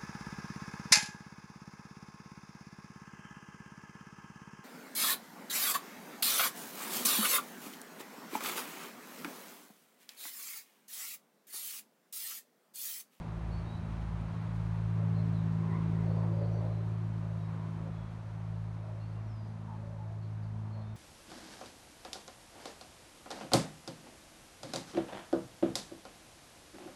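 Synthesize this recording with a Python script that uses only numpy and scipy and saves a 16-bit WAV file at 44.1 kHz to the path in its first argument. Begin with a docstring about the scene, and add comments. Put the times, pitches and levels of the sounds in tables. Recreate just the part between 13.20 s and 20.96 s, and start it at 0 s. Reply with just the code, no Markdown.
"""A quiet lawn. From the start a far-off three-cylinder engine hums over rumble and traffic, and a deep
drone beats against it. Small birds chirp and whistle in the trees, on and off to the end. Early on, a
low boom swells and two brief rustles pass. Near two seconds far-away calls begin, like barking dogs
smeared by echoes, and the engine swells. After three seconds it eases and the traffic recedes."""
import sys
import numpy as np
from scipy import signal
from scipy.fft import rfft, irfft
from scipy.io import wavfile

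SR = 44100
rng = np.random.default_rng(int(sys.argv[2]) if len(sys.argv) > 2 else 0)


def wrap_up_sound(samples):
    """Save the sound to the file named by the first command line argument, as 16-bit audio."""
    columns = np.atleast_2d(samples).T
    # keep every value between -1 and 1, then stretch to whole-number steps
    tamed = np.clip(columns, -1, 1)
    steps = np.round(tamed * 32767).astype(np.int16)
    wavfile.write(sys.argv[1], SR, steps)


N = 342216
TIME = np.arange(N) / SR

# The engine's lowest tone and the drone beside it: time_s, firing_tone_db, drone_db
DEEP_LEVELS = [(0, -54, -55), (0.3, -45.5, -44), (0.9, -46, -44.5), (2.3, -53, -55), (3.05, -47.5, -60),
               (4.35, -56.5, -61), (4.8, -52, -63), (5.8, -55.5, -64), (6.5, -59, -62), (7.76, -60, -67)]


def from_db(db):
    """Turn decibels into a number to multiply by."""
    return 10 ** (np.asarray(db) / 20)


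def unit_power(x):
    """Scale a signal so that its average power is 1."""
    return x / np.sqrt(np.mean(x ** 2) + 1e-20)


def in_time(rows):
    """Join a table's timed points with straight lines, giving one curve for each value column."""
    times, *columns = np.transpose(rows)
    return [np.interp(TIME, times, column) for column in columns]


def drift(rate_hz):
    """A smooth random wander of about 1 either way; a higher rate wanders faster."""
    step = 40  # samples between random points
    pole = np.exp(-2 * np.pi * step * rate_hz / SR)
    noise = rng.standard_normal(N // step + 2002)
    slow = signal.lfilter([1], [1, -2 * pole, pole * pole], noise)[2000:]  # skip the filter's warm-up
    return np.interp(np.arange(N) / step, np.arange(len(slow)), unit_power(slow))


def wash(spectrum):
    """Smooth noise of power 1, shaped by rows of frequency_hz, relative_db."""
    hz, db = np.transpose(spectrum)
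    bins_hz = np.maximum(np.fft.rfftfreq(N, 1 / SR), 1)
    roll_off = np.minimum(bins_hz / hz[0], 1) ** 2 * np.minimum(hz[-1] / bins_hz, 1) ** 2
    gain = from_db(np.interp(np.log(bins_hz), np.log(hz), db)) * roll_off
    return unit_power(irfft(rfft(rng.standard_normal(N)) * gain, N))


def resonance(hz, width_hz):
    """Noise of power 1 that rings around one pitch."""
    edges_hz = hz * np.exp(np.array([-0.5, 0.5]) * width_hz / hz)
    band = signal.butter(2, edges_hz, "band", fs=SR, output="sos")
    return unit_power(signal.sosfilt(band, rng.standard_normal(N)))


def swell(start_s, length_s):
    """One short sound's sample positions, its progress from 0 to 1 and its rounded rise and fall."""
    at = np.arange(max(int(start_s * SR), 0), min(int((start_s + length_s) * SR), N))
    progress = np.linspace(0, 1, int(length_s * SR) + 2)[:len(at)]
    return at, progress, np.sqrt(np.abs(np.sin(np.pi * progress)))


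def outdoors(sound, decay_s, echo_db):
    """Trees and walls scatter a short tail of echoes, which falls at 60 dB per decay_s."""
    t = TIME[:SR // 2]
    echoes = rng.standard_normal(len(t)) * (rng.random(len(t)) < 0.02)
    echoes *= from_db(-60 * t / decay_s)
    tail = signal.fftconvolve(sound, echoes / np.sqrt(np.sum(echoes ** 2)))[:N]
    return (sound + from_db(echo_db) * tail) / np.sqrt(1 + from_db(2 * echo_db))


def rumble(start_db=-46.5, fade_db_per_s=2.5, steady_db=-55):
    """A low rumble that dies down toward a steady level."""
    # The rumble's tone colour: frequency_hz, relative_db
    spectrum = [(20, -19), (30, -15.5), (44, -3), (60, -1.5), (90, -1), (130, -4.5), (200, -6.5),
                (280, -14)]
    fading = from_db(start_db - fade_db_per_s * TIME)
    return np.hypot(fading, from_db(steady_db)) * wash(spectrum)


def boom():
    """A narrow, unsteady band of low noise that swells early and sinks into the rumble."""
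    # The boom's rise and fall: time_s, level_db
    levels = [(0, -53), (0.5, -41), (1.1, -51), (3.2, -54), (4.0, -68)]
    return from_db(in_time(levels)[0]) * resonance(hz=90, width_hz=12)


def town(level_db=-61.7, waver_db=0.5):
    """The nearly steady noise of the far-off town."""
    # The town's tone colour: frequency_hz, relative_db
    spectrum = [(300, -13), (480, -6), (600, 1.5), (800, 0), (970, 1), (1300, -8)]
    return from_db(level_db + waver_db * drift(3.0)) * wash(spectrum)


def receding_db():
    """The change in the traffic's level: it holds, then falls as the traffic moves away."""
    # The traffic's fall: time_s, change_db
    fall = [(0, 0.5), (2.9, 0), (3.6, -3), (4.1, -4), (4.35, -2), (5.0, -4.5), (5.4, -5.5), (7.0, -8),
            (7.76, -8)]
    return in_time(fall)[0]


def traffic(level_db=-52.5, waver_db=0.57):
    """Broad road noise that wavers a little as it recedes."""
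    # The road's tone colour: frequency_hz, relative_db
    spectrum = [(200, 6.5), (400, -6), (490, -1), (600, 3), (780, 0.5), (1000, 1.5), (1300, -2), (2000, -9),
                (2600, -12.5), (3000, -17.5), (4100, -19.5), (5200, -30)]
    return from_db(level_db + receding_db() + waver_db * drift(2.5)) * wash(spectrum)


def traffic_hiss(level_db=-72, fall_share=0.34, waver_db=0.55):
    """A fine hiss that follows part of the traffic's fall."""
    # The hiss's tone colour: frequency_hz, relative_db
    spectrum = [(2000, -3), (4000, 5.5), (5000, 3.5), (6200, 3), (7600, -2.5), (8700, -1), (10300, -6),
                (11500, -8)]
    return from_db(level_db + fall_share * receding_db() + waver_db * drift(10.0)) * wash(spectrum)


def traffic_whistle(pitch_hz=3115, level_db=-82, fall_share=0.55, waver_db=2.2):
    """A faint, nearly steady high tone that recedes with the traffic."""
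    loudness = from_db(level_db + fall_share * receding_db() + waver_db * drift(2.7))
    return loudness * np.sin(2 * np.pi * pitch_hz * TIME + 0.72 * drift(17))


def rustles(grain_db=3.5):
    """Brief grainy brushes of noise, an octave wide."""
    # One rustle a row: start_s, length_s, centre_hz, level_db
    brushes = [(0.657, 0.23, 1700, -66), (1.32, .06, 10000, -76)]
    out, grain = np.zeros(N), from_db(grain_db * drift(90))
    for start_s, length_s, centre_hz, level_db in brushes:
        at, _, envelope = swell(start_s, length_s)
        noise = wash([(centre_hz / np.sqrt(2), 0), (centre_hz * np.sqrt(2), 0)])
        out[at] += from_db(level_db) * envelope * unit_power(noise * grain)[at]
    return out


def birds(rasp_hz=220, fade_db=5.0, flicker_db=4.0):
    """Each note is one sliding, fading tone; rasp shakes its pitch and level, and trees smear it."""
    # One bird note a row: start_s, length_s, start_hz, end_hz, bend, level_db, rasp (0 to 1)
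    # With a bend above 0 the slide settles; below 0 it speeds up.
    notes = [(0.31, 0.1, 4460, 4380, -1, -62, 0.35), (0.46, .135, 3700, 4030, 0.5, -63, 0.18),
             (1.945, .08, 4210, 4180, 1, -64, .35), (2.13, 0.085, 4400, 3750, 1, -64, 0.55),
             (2.81, 0.28, 4330, 4700, -1, -72.5, .65), (3.12, 0.21, 4700, 4570, -1, -72, .45),
             (3.228, .045, 4230, 4290, 1, -67.5, .25), (3.315, .09, 6020, 5870, 1, -71, .6),
             (3.335, 0.085, 4620, 4220, -1, -66, .5), (3.43, .2, 4150, 4060, 2, -73.5, .25),
             (3.51, 0.37, 3120, 3110, 3, -73, 0.018), (4.16, .16, 3780, 3860, 1, -74, .15),
             (4.745, .2, 3370, 3335, 1.5, -68.5, 0.08), (5.795, 0.1, 4180, 4700, -1.5, -69, 0.35),
             (5.785, 0.1, 2750, 2765, 1, -71, 0.03), (5.925, 0.11, 2755, 2775, 1, -71, 0.03),
             (6.05, 0.29, 6120, 4640, 3.5, -71.5, 0.18), (7.015, .06, 4300, 4450, -1, -68.5, 0.8),
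             (7.215, .04, 4320, 4700, 2, -76, 0.8), (7.505, 0.14, 4330, 4200, 2, -69, 0.5),
             (7.6, 0.19, 3540, 3740, 1, -73, 0.25)]
    out, shake, flicker = np.zeros(N), drift(150), flicker_db * drift(25)
    for start_s, length_s, start_hz, end_hz, bend, level_db, rasp in notes:
        at, progress, envelope = swell(start_s, length_s)
        slide = np.expm1(-bend * progress) / np.expm1(-bend)
        pitch_hz = start_hz + (end_hz - start_hz) * slide + rasp * rasp_hz * shake[at]
        loudness = from_db(level_db + fade_db * (0.5 - progress) + rasp * flicker[at])
        out[at] += loudness * envelope * np.sin(2 * np.pi * np.cumsum(pitch_hz) / SR)
    return outdoors(out, decay_s=0.75, echo_db=-3.0)


def barks(voice_db=-4.0, broad_db=-5.0, broad_width_hz=330, waver_share=0.45):
    """Only one throat resonance, its wavering tone and its octave carry this far; echoes blur them."""
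    # One hoarse call a row: start_s, length_s, pitch_hz, spread_hz, level_db, octave_db
    # The octave, voice and broad levels are relative to the call's narrow band of noise.
    calls = [(1.742, .14, 579, 35, -49.5, -24), (1.92, 0.13, 588, 50, -54, -24),
             (2.37, .16, 1020, 130, -52, -20), (2.48, .13, 1005, 110, -48, -6.5),
             (2.71, .16, 990, 100, -58.5, -1), (2.73, .42, 585, 150, -47.5, -18),
             (2.94, .18, 985, 130, -50.5, -15), (3.06, .38, 465, 120, -52, -20),
             (3.1, .2, 572, 60, -43.5, -25), (3.27, .29, 600, 130, -48, -26),
             (3.35, .16, 950, 150, -55, -17), (3.95, .3, 610, 220, -57, -24),
             (4.19, .32, 1020, 220, -55.5, -15), (4.56, .19, 545, 60, -55.5, -22),
             (5.58, .24, 602, 110, -56, -24), (6.47, .11, 905, 80, -50.5, -26),
             (6.57, 0.25, 575, 45, -54.5, -26), (6.759, .1, 875, 80, -56, -26),
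             (6.81, 0.2, 663, 60, -59, -22), (7.338, .2, 954, 130, -59.5, -20),
             (7.533, .1, 610, 130, -52.5, -22)]
    out, waver = np.zeros(N), waver_share * drift(70)
    for start_s, length_s, pitch_hz, spread_hz, level_db, octave_db in calls:
        at, progress, _ = swell(start_s, length_s)
        phase = 2 * np.pi * np.cumsum(pitch_hz + spread_hz * waver[at]) / SR
        throat = resonance(pitch_hz, spread_hz)
        throat += from_db(broad_db) * resonance(pitch_hz, broad_width_hz)
        tone = from_db(voice_db) * np.sin(phase) + from_db(octave_db) * np.sin(2 * phase)
        call = unit_power(throat[at] + np.sqrt(2) * tone)
        out[at] += from_db(level_db) * np.sin(np.pi * progress) * call
    return outdoors(out, decay_s=0.8, echo_db=-5.0)


def engine_cycle():
    """The engine's cycle as an angle: three cylinders fire per cycle, and the speed sags in steps."""
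    # The main hum, at twice the firing rate: time_s, pitch_hz
    pitches = [(0, 110.2), (0.8, 109.5), (2.1, 109.6), (2.6, 109.4), (3.2, 109.7), (3.9, 109.2),
               (4.15, 108.35), (5.3, 108.4), (5.6, 107.8), (6.3, 108.4), (7.2, 107.3), (7.76, 107.7)]
    cycle_hz = in_time(pitches)[0] / 6
    return 2 * np.pi * np.cumsum(cycle_hz) / SR


def drone(throb_s=0.64, first_dip_s=0.56):
    """A deep tone just above the firing rate: it beats against the engine as it dies away."""
    _, level_db = in_time(DEEP_LEVELS)
    firing = 3 * engine_cycle()
    beat = 2 * np.pi * (TIME - first_dip_s) / throb_s
    return -np.sqrt(2) * from_db(level_db) * np.sin(firing + beat)


def engine_roar(gain_db=-4.0, chug_depth=0.1):
    """The engine's rushing noise, which pulses each time a cylinder fires."""
    # The roar's rise and fall, before gain_db is added: time_s, level_db
    levels = [(0, -53), (1.6, -59.5), (2.2, -53.5), (2.62, -46.5), (2.85, -46.5), (3.35, -47.5), (3.7, -51),
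              (4.15, -58.5), (4.6, -51.5), (5.1, -66), (5.6, -58), (6.5, -62.5), (7.76, -60)]
    # The roar's tone colour: frequency_hz, relative_db
    spectrum = [(170, -5), (250, -2.5), (290, -1.5), (345, 7), (400, 0.5), (440, -3.5), (490, -11.5),
                (590, -7), (760, -18), (1200, -22)]
    chug = 1 + chug_depth * np.cos(3 * engine_cycle())
    return from_db(in_time(levels)[0] + gain_db) * chug * wash(spectrum)


def engine_hum(second_lift_db=0.34, third_lift_db=0.1, flutter=0.04, fading=0.55):
    """The exhaust hums at 1 to 4 times the firing rate; unequal cylinders add weak extra tones."""
    # The two strong tones, before their lifts are added: time_s, second_db, third_db
    strong_levels = [(0.0, -48, -47), (0.08, -42.5, -44), (0.86, -43, -43), (1.71, -34, -39),
                     (1.88, -32, -34.5), (2.55, -37, -33.5), (2.96, -32.5, -34), (3.67, -35, -42),
                     (4.62, -41, -41), (5.03, -44, -49.5), (5.3, -39, -43.5), (5.71, -41.5, -50.5),
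                     (5.97, -40, -47), (6.11, -40, -58), (6.4, -43, -48.5), (7.39, -38.5, -49),
                     (7.63, -40.5, -55), (7.76, -42, -56.5)]
    # The fourth tone: time_s, level_db
    fourth_levels = [(0.35, -66), (.66, -50), (1.08, -59), (1.33, -53), (1.6, -64), (1.98, -50), (2.5, -49),
                     (3.02, -51.5), (3.22, -61), (3.62, -67), (3.9, -52.5), (4.25, -64), (4.55, -54.5),
                     (5.75, -68), (6.05, -57), (6.55, -53.5), (6.98, -69), (7.35, -52), (7.76, -52)]
    # Faint exhaust tones: multiple (of the cycle rate), relative_db (added to third_db)
    weak_tones = [(4, -29), (5, -25), (7, -28), (10, -32), (11, -28), (16, -31), (19, -30), (21, -32),
                  (24, -29.5)]
    first_db, _ = in_time(DEEP_LEVELS)
    second_db, third_db = in_time(strong_levels)
    fourth_db = in_time(fourth_levels)[0]
    levels = [first_db, second_db + second_lift_db, third_db + third_lift_db, fourth_db]
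    out, cycle = np.zeros(N), engine_cycle()
    for harmonic, level_db in enumerate(levels, 1):
        out += from_db(level_db) * (1 + flutter * drift(3.4)) * np.sin(3 * harmonic * cycle)
    for multiple, relative_db in weak_tones:
        # Moving air makes the weak tones fade and wander.
        wander = rng.uniform(0, 2 * np.pi) + fading * drift(2.2)
        loudness = from_db(third_db + relative_db) * (1 + fading * drift(1.5))
        out += loudness * np.sin(multiple * cycle + wander)
    return np.sqrt(2) * out


def scene():
    """Everything as heard from the lawn, in one channel."""
    low_sounds = engine_hum() + drone() + boom() + rumble() + engine_roar()
    far_noise = traffic() + town() + traffic_hiss()
    return (low_sounds + far_noise + birds() + traffic_whistle() + barks() + rustles())[None]


def record(dry):
    """Cut the highest treble steeply."""
    cutoff_hz = 11900
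    return signal.sosfilt(signal.ellip(12, 0.1, 80, cutoff_hz, fs=SR, output="sos"), dry)


dry = scene()
out = record(dry)
wrap_up_sound(out)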